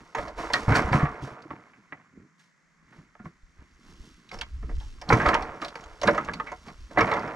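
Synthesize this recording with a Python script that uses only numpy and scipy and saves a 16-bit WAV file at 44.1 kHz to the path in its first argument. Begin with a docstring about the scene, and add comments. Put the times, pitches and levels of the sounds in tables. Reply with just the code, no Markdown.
"""A quiet snowy wood close to a lumber pile: steady hush, wind buffeting the microphone, boots in the snow.
Rough boards and slats are soon dragged and dropped: blows ring wood modes, bright grains crack, low modes thud.
Between blows loose slats rattle and slide as streams of tiny contacts; a calmer stretch leaves shuffling boots.
Small knocks then lead into a second, heavy volley of blows, cracks and thuds that lasts almost to the end."""
import sys
import numpy as np
from scipy import signal
from scipy.fft import rfft, irfft, next_fast_len
from scipy.io import wavfile

SR = 44100
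rng = np.random.default_rng(int(sys.argv[2]) if len(sys.argv) > 2 else 0)


def wav_record(signal):
    """Record a signal, one row per channel, as 16-bit PCM in the file named by sys.argv[1]."""
    frames = np.transpose(np.atleast_2d(signal))
    bounded = np.clip(frames, -1, 1)
    # unit amplitude maps onto the largest positive 16-bit level
    quanta = np.round(bounded * 32767).astype(np.int16)
    wavfile.write(sys.argv[1], SR, quanta)


N = 324135

# Ringing modes of the boards. Each row: pitch in Hz, width in Hz for a blow, relative level in dB.
WOOD_MODES = [(323.6, 14, 6.5), (451.8, 25, 7), (597, 55, 4.5), (727, 52, 5), (916, 45, 4.5),
              (1048.4, 77.6, 4.5), (1261, 181, 1.5), (1385, 72, 2), (1658, 210, 1.5), (2022, 83, 4),
              (2210, 158, 1.5)]


def amp(db):
    """Turn dB into gain."""
    return 10 ** (np.asarray(db) / 20)


def rms_one(x):
    """Scale to rms 1."""
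    return x / np.sqrt(np.mean(x ** 2) + 1e-20)


def in_time(rows):
    """Draw each column of a table as a curve, sample by sample; the first column is seconds."""
    s, *columns = np.transpose(rows)
    return [np.interp(np.arange(N) / SR, s, c) for c in columns]


def at_hz(points, hz):
    """Read a table of frequencies and values on a log-frequency axis."""
    table = np.array(points, float)
    return np.interp(np.log(hz + 1), np.log(table[:, 0] + 1), table[:, 1])


def colour(x, response):
    """Filter by a function of frequency."""
    size = next_fast_len(x.shape[-1])
    hz = np.arange(size // 2 + 1) * SR / size
    return irfft(rfft(x, size) * response(hz), size)[..., :x.shape[-1]]


def band(x, low_hz, high_hz):
    """Keep one band of frequencies."""
    return signal.sosfilt(signal.butter(2, [low_hz, high_hz], "band", fs=SR, output="sos"), x)


def resonate(x, hz, width_hz):
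    """Ring one resonance, with gain 1 on top."""
    r = np.exp(-np.pi * width_hz / SR)
    feedback = [1, -2 * r * np.cos(2 * np.pi * hz / SR), r * r]
    return signal.lfilter([(1 - r * r) / 2, 0, (r * r - 1) / 2], feedback, x)


def grains(size, per_s, spread_db):
    """Scatter tiny contacts at random times, with random sign and a size spread in dB."""
    sizes = amp(spread_db * np.minimum(rng.exponential(1, size), 4)) * rng.choice([-1, 1], size)
    return sizes * (rng.random(size) < per_s / SR) + 1e-18


def dying(size, t60, rise=1e-4):
    """Shape a quick rise and an exponential decay; t60 and rise in seconds."""
    t = np.arange(size) / SR
    return amp(-60 * t / np.clip(t60, .003, 1)) * (1 - np.exp(-(t + 1e-5) / max(rise, 1e-5)))


def dulled(x):
    """The treble of a ring falls away steeply above 2600 Hz."""
    return signal.sosfilt(signal.butter(3, 2600, fs=SR, output="sos"), x)


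def add(out, s, db, sound):
    """Place one event at s seconds with its peak at db."""
    i = max(round(s * SR), 0)
    out[i:i + len(sound)] += (amp(db) * sound / np.max(np.abs(sound)))[:N - i]


def air():
    """The steady hush of the wood is coloured noise, partly its own at each microphone port."""
    # Each row: frequency in Hz, relative level in dB.
    hush_colour = [(71, -49.5), (120, -10), (162, 14.5), (269, -7.5), (835, -9.5), (1090, -4), (2070, 0.5),
                   (3040, -26), (6820, -14), (15000, -59)]
    mid, side = colour(rng.standard_normal((2, N)), lambda f: amp(at_hz(hush_colour, f)))
    return amp(-66.5) * rms_one(mid + .5 * side * [[1], [-1]])


def stirring():
    """Levels of rattle, hiss and rumble: the loudest of background, jolts and steps at each moment."""
    # Faint background level. Each row: time in seconds, rattle, hiss and rumble levels in dB.
    background = [(0.0, -57, -66.5, -75), (1.4, -56, -72, -57.5), (2.3, -73.5, -82.5, -78),
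                  (3.4, -94, -78, -79.5), (3.75, -69, -72, -64.5), (5.0, -63, -64, -62.5),
                  (5.55, -61, -64, -64), (6.0, -54.5, -63, -74), (6.85, -63, -63, -61.5),
                  (7.35, -66.5, -77, -66)]
    # The pile is jolted and its loose slats settle. Each row: time in seconds, rattle level in dB,
    # sliding hiss level in dB, low rumble level in dB, time in seconds for the rattle to settle 60 dB.
    jolts = [(0.182, -35, -50.5, -39, 0.65), (0.388, -34, -47, -47.5, 1.05),
             (0.54, -32, -42.5, -35.5, 0.83), (0.694, -25.5, -46.5, -25.5, 1.7),
             (0.761, -21, -33.5, -34, 0.28), (0.94, -24.5, -42, -24, 0.48), (1.232, -41.5, -51.5, -39, 0.5),
             (1.51, -46, -68, -42.5, 0.53), (1.931, -54, -81, -54, 0.69),
             (2.401, -66.5, -64.5, -76.5, 0.54), (3.25, -58, -67, -47.5, 0.44),
             (4.332, -45, -54, -49, 0.52), (5.11, -26.5, -45, -24.5, 1.53),
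             (5.268, -20.5, -46.5, -29.5, 0.56), (5.629, -37, -50, -41, 0.42), (5.76, -46, -60, -54.5, 1.6),
             (6.059, -30.5, -50, -30, 1.15), (6.27, -50.5, -59.5, -38, 1.2), (6.67, -48, -56, -45.5, 0.45),
             (6.909, -55, -59.5, -47.5, 1.5), (6.987, -27.5, -50.5, -30, 2)]
    # Boots shuffle in the snow. Each row: loudest moment in seconds, crunch (sounded by the rattle), hiss and
    # rumble levels in dB, time in seconds for the crunch to swell or fade 60 dB.
    steps = [(0.0, -52.5, -72, -48.5, 0.24), (1.801, -70.5, -84, -58, 0.64),
             (2.189, -64.5, -85, -45.5, 0.43), (2.97, -59, -68.5, -54.5, 0.8),
             (3.621, -59, -77.5, -54.5, 0.34), (3.902, -59.5, -61.5, -52.5, 0.82),
             (4.057, -62, -60, -54, 1.2), (4.698, -61, -69, -45, 0.25), (4.841, -64.5, -58.5, -63, 1.8)]
    jolt_rise_s = 0.095   # for a 60 dB rise
    haste = np.array([[1], [1.2], [1.55]])   # hiss and rumble settle faster than the rattle
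    t = np.arange(N) / SR
    levels = np.array(in_time(background))
    for s, *db, t60 in jolts:
        fall = np.where(t < s, (s - t) / jolt_rise_s, haste * (t - s) / t60)
        levels = np.maximum(levels, np.c_[db] - 60 * fall)
    for s, *db, t60 in steps:
        fall = haste * np.abs(t - s) / t60
        levels = np.maximum(levels, np.c_[db] - 60 * fall)
    return levels


def wind():
    """Lumpy low pressure swings on the microphone come from the wind and from the shaken ground."""
    # Each row: time in seconds, wind level in dB.
    gust_levels = [(0.0, -53), (0.14, -75), (0.24, -46), (0.45, -47), (1.1, -48), (1.4, -83), (2.5, -96.5),
                   (2.8, -72), (3.7, -63.5), (4.0, -50), (4.2, -72), (4.45, -39.5), (4.75, -32), (5.0, -47),
                   (5.45, -38), (5.58, -62), (5.95, -49), (6.62, -53.5), (6.85, -46.5), (7.35, -65)]
    gust_db, = in_time(gust_levels)
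    lumps = amp(3.8 * rms_one(band(rng.standard_normal(N), 3.74, 7.9)))
    swings = band(rng.standard_normal(N), 14.5, 71)
    gusts = lumps * band(band(swings, 16, 110), 8, 99)
    shake = band(band(rng.standard_normal(N), 33, 110), 18, 130)
    rumble_db = stirring()[2]
    shake_db = 3 + 1.363 * rumble_db   # hard jolts shake the ground most
    return amp(gust_db) * rms_one(gusts) + amp(shake_db) * rms_one(shake)


def rattle():
    """Small contacts each ring a few modes of the wood, hiss along its rough face and rumble in the pile."""
    # Snow and grit sliding. Each row: frequency in Hz, relative level in dB.
    slide_colour = [(1530, -35), (2600, -1.5), (4160, -4.5), (5700, -3.5), (12300, -25), (15000, -44)]
    # The band of the pile's rumble: low edge in Hz, high edge in Hz.
    rumble_band = (100, 360)
    level_db, hiss_db, rumble_db = stirring()

    contacts = grains(N, per_s=1600, spread_db=3.0)
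    # light touches barely stir the deep modes, heavy ones sound darker
    heavy = np.clip((level_db + 69.5) / 16, .12, 1)
    wood = np.zeros(N)
    for k, (hz, width_hz, db) in enumerate(WOOD_MODES):
        touches = contacts * (rng.random(N) < 1 / 4) + 1e-18   # a quarter of the contacts reach each mode
        ring = amp(db) * (-1) ** k * resonate(touches, hz, 1.54 * width_hz)
        if hz < 950:
            ring = ring * heavy
        elif hz > 1500:
            ring = ring * (1 - 0.55 * heavy)
        wood += ring
    wood = dulled(wood)

    # the rough face grips and lets go
    catching = amp(1.84 * rms_one(band(rng.standard_normal(N), 29, 140)))
    sliding = catching * grains(N, per_s=20000, spread_db=4.5)
    hiss = colour(sliding, lambda f: amp(at_hz(slide_colour, f)))

    bumps = grains(N, per_s=500, spread_db=4.0)
    rumble = band(band(bumps, *rumble_band), *rumble_band)
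    return amp(level_db) * rms_one(wood) + amp(hiss_db) * rms_one(hiss) + amp(rumble_db) * rms_one(rumble)


def knocks(focus_db=5, detune=.01):
    """A blow is a dying chatter of contacts; each rings the wood modes a little off, most near its own pitch."""
    # Wood on wood. Each row: start in seconds, peak in dB, favoured pitch in Hz, chatter t60 in seconds.
    blows = [(0.148, -17, 810, 0.086), (0.182, -21, 683, 0.11), (0.273, -29.5, 630, 0.093),
             (0.383, -33, 680, 0.17), (0.5, -21.5, 937, 0.098), (0.538, -11, 1840, 0.11),
             (0.681, -22, 900, 0.083), (0.719, -17.5, 1503, 0.24), (0.751, -13, 1486, 0.17),
             (0.79, -14, 794, 0.083), (0.93, -10.5, 990, 0.025), (0.992, -21.5, 1160, 0.44),
             (1.054, -20.5, 1144, 0.061), (1.273, -31, 504, 0.067), (1.505, -26.5, 1135, 0.062),
             (1.507, -37, 2050, 0.022), (1.735, -49, 2400, 0.07), (1.923, -27, 1900, 0.045),
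             (2.399, -53.5, 1930, 0.12), (2.925, -45.5, 1510, 0.071), (3.152, -42.5, 1090, 0.041),
             (3.192, -41, 1405, 0.18), (3.255, -33, 1132, 0.057), (4.314, -32.5, 2120, 0.05),
             (4.343, -29, 626, 0.034), (4.387, -39, 490, 0.061), (4.414, -25.5, 2055, 0.073),
             (4.626, -41, 410, 0.1), (4.692, -34.5, 634, 0.064), (4.712, -41, 376, 0.069),
             (4.803, -42.5, 865, 0.16), (5.012, -33.5, 850, 0.14), (5.101, -7, 810, 0.065),
             (5.119, -7, 1020, 0.14), (5.198, -17, 1617, 0.25), (5.256, -11, 1238, 0.094),
             (5.29, -9.5, 1320, 0.038), (5.333, -14.5, 1280, 0.096), (5.349, -9, 920, 0.031),
             (5.423, -24.5, 906, 0.094), (5.618, -23, 1220, 0.11), (5.649, -31.5, 586, 0.099),
             (5.755, -27.5, 770, 0.042), (6.017, -22.5, 616, 0.045), (6.032, -13.5, 590, 0.086),
             (6.075, -7.5, 581, 0.11), (6.086, -11, 1590, 0.054), (6.145, -21, 576, 0.13),
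             (6.179, -12.5, 1276, 0.073), (6.286, -20.5, 1170, 0.016), (6.294, -21.5, 1670, 0.038),
             (6.336, -29, 2240, 0.04), (6.399, -18, 1293, 0.054), (6.467, -28.5, 1990, 0.16),
             (6.517, -24.5, 746, 0.067), (6.682, -34, 1360, 0.072), (6.909, -37, 540, 0.1),
             (6.973, -9, 717, 0.072), (6.989, -9.5, 1350, 0.12), (7.008, -9, 1310, 0.067),
             (7.076, -20, 623, 0.2), (7.112, -14, 874, 0.26), (7.173, -22.5, 560, 0.15),
             (7.257, -34, 706, 0.086)]
    out = np.zeros(N)
    for s, db, hz, t60 in blows:
        chatter = grains(size=8000, per_s=2500, spread_db=3.0) * dying(size=8000, t60=t60, rise=0.0011)
        chatter[20] = 0.22 / t60   # a brief blow is mostly one clean strike
        draw = rng.standard_normal((len(WOOD_MODES), 2))
        sound = amp(7.5) * resonate(chatter, hz, hz / 24)
        for k, ((f, width_hz, mode_db), (a, b)) in enumerate(zip(WOOD_MODES, draw)):
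            octaves_off = abs(np.log2(f / hz))
            gain = amp(mode_db - focus_db * octaves_off + 2.33 * a) * (-1) ** k
            sound += gain * resonate(chatter, f * (1 + detune * b), width_hz)
        add(out, s, db, dulled(sound))
    return out


def cracks():
    """Crust and splinters crack as short bursts of bright grains with one small random resonance."""
    # Each row: start in seconds, peak in dB.
    snaps = [(0.149, -32.5), (0.183, -39), (0.28, -36.5), (0.534, -13.5), (0.754, -21.5), (0.924, -31),
             (1.421, -47.5), (4.29, -40), (4.3146, -37), (4.34, -38), (4.387, -33.5), (4.4115, -20),
             (4.8002, -39), (5.014, -33.5), (5.0893, -23.5), (5.1272, -22), (5.216, -39), (5.261, -25),
             (5.2857, -22.5), (5.342, -19.5), (5.422, -34.5), (5.616, -30.5), (5.6468, -25.5),
             (5.682, -30.5), (5.754, -34.5), (5.808, -46), (5.838, -41.5), (6.015, -24), (6.032, -24.5),
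             (6.0728, -18.5), (6.109, -34), (6.148, -35.5), (6.1756, -34.5), (6.246, -35), (6.335, -28.5),
             (6.3993, -40), (6.4687, -48), (6.517, -39.5), (6.681, -43), (6.984, -28), (7.007, -24.5),
             (7.0693, -38), (7.1136, -30.5), (7.136, -27.5), (7.166, -37), (7.1925, -37.5), (7.277, -43)]
    # Each row: frequency in Hz, relative level in dB.
    crack_colour = [(1530, -18), (2600, -2), (4220, -8), (5410, -7), (8040, -20), (11900, -31.5),
                    (15000, -49)]
    out = np.zeros(N)
    for s, db in snaps:
        snap = grains(size=3000, per_s=10000, spread_db=-0.5) * dying(size=3000, t60=0.043, rise=0.00086)
        bright = colour(snap, lambda f: amp(at_hz(crack_colour, f)))
        add(out, s, db, bright + 2.4 * resonate(bright, rng.uniform(2740, 6900), 500))
    return out


def thuds(cycles=12.4):
    """A soft push rings a low mode of the pile with two neighbours; deeper ones last longer."""
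    # Dull thuds of the pile and of boots. Each row: start in seconds, peak in dB, pitch in Hz.
    pushes = [(0.189, -32, 45.7), (0.68, -11, 114.5), (0.71, -11.5, 127), (0.847, -20, 68.6),
              (0.916, -18, 114), (0.95, -12.5, 139.6), (1.03, -12, 144), (1.224, -29, 135),
              (1.239, -29, 131), (1.317, -39, 130), (1.455, -35.5, 317), (1.511, -32, 297),
              (1.924, -40, 280.5), (2.988, -42, 159), (3.201, -38, 215), (3.261, -34.5, 158),
              (3.432, -43.5, 35.4), (3.592, -39, 63.2), (4.001, -41, 39), (4.341, -40.5, 207),
              (4.627, -40, 220), (4.645, -24.5, 56), (4.78, -24, 50), (5.123, -14.5, 394),
              (5.131, -10.5, 113), (5.269, -20.5, 62.6), (6.076, -19.5, 210), (6.984, -16, 318),
              (7.02, -22.5, 108)]
    out, t = np.zeros(N), np.arange(12000) / SR
    for s, db, hz in pushes:
        low, high = rng.uniform([.45, 1.4], [.7, 2.2])   # neighbours as multiples of the pitch
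        sound = np.sin(2 * np.pi * hz * t)
        sound += 0.37 * np.sin(2 * np.pi * low * hz * t)
        sound += 0.21 * np.sin(2 * np.pi * high * hz * t)
        add(out, s, db, -sound * dying(len(t), 0.019 + cycles / (hz + 60), rise=0.0027))
    return out


def outdoors(x):
    """The snow and the nearest trunks return dull echoes."""
    # Each row: delay in seconds, level in dB.
    echoes = [(.007, -15.5), (.019, -16)]
    dull = signal.lfilter([.4], [1, -.6], x)
    out = x.copy()
    for delay, db in echoes:
        lag = round(delay * SR)
        out[lag:] += amp(db) * dull[:-lag]
    return out


def ports(x):
    """Two microphone ports hear one sound with a lean, a lag and a small unalike part."""
    # Each row: frequency in Hz, left minus right in dB.
    lean = [(125, -.4), (250, -1.7), (500, -3), (2000, -2.8), (4000, -2.5), (8000, 0), (12000, -2)]
    # Each row: frequency in Hz, phase in radians by which left leads.
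    lead = [(300, 0), (1290, -.3), (2670, -1.5), (3960, -1.3), (4480, .4), (5430, 0), (15000, 0)]
    # Each row: frequency in Hz, level in dB of the part unalike in both ports.
    apart = [(30, -10), (125, -30), (1000, -15), (4000, -11), (9000, -15), (12000, -2)]
    scatter = rng.standard_normal(6000) * dying(size=6000, t60=.12)
    scattered = signal.fftconvolve(x, scatter / np.linalg.norm(scatter))[:N]
    unalike = colour(scattered, lambda f: amp(at_hz(apart, f)))
    # each port takes half of the lean and half of the lead
    left = colour(x, lambda f: amp(at_hz(lean, f) / 2) * np.exp(.5j * at_hz(lead, f)))
    right = colour(x, lambda f: amp(-at_hz(lean, f) / 2) * np.exp(-.5j * at_hz(lead, f)))
    return np.array([left + unalike, right - unalike])


def scene():
    """The pile and the wind reach both ports over the hush of the wood."""
    pile = outdoors(knocks() + cracks()) + thuds() + rattle()
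    return ports(pile + wind()) + air()


def record(dry):
    """The top of the treble is cut steeply from 15600 Hz."""
    return signal.sosfilt(signal.cheby2(12, 60, 15600, fs=SR, output="sos"), dry)


dry = scene()
out = record(dry)
wav_record(out)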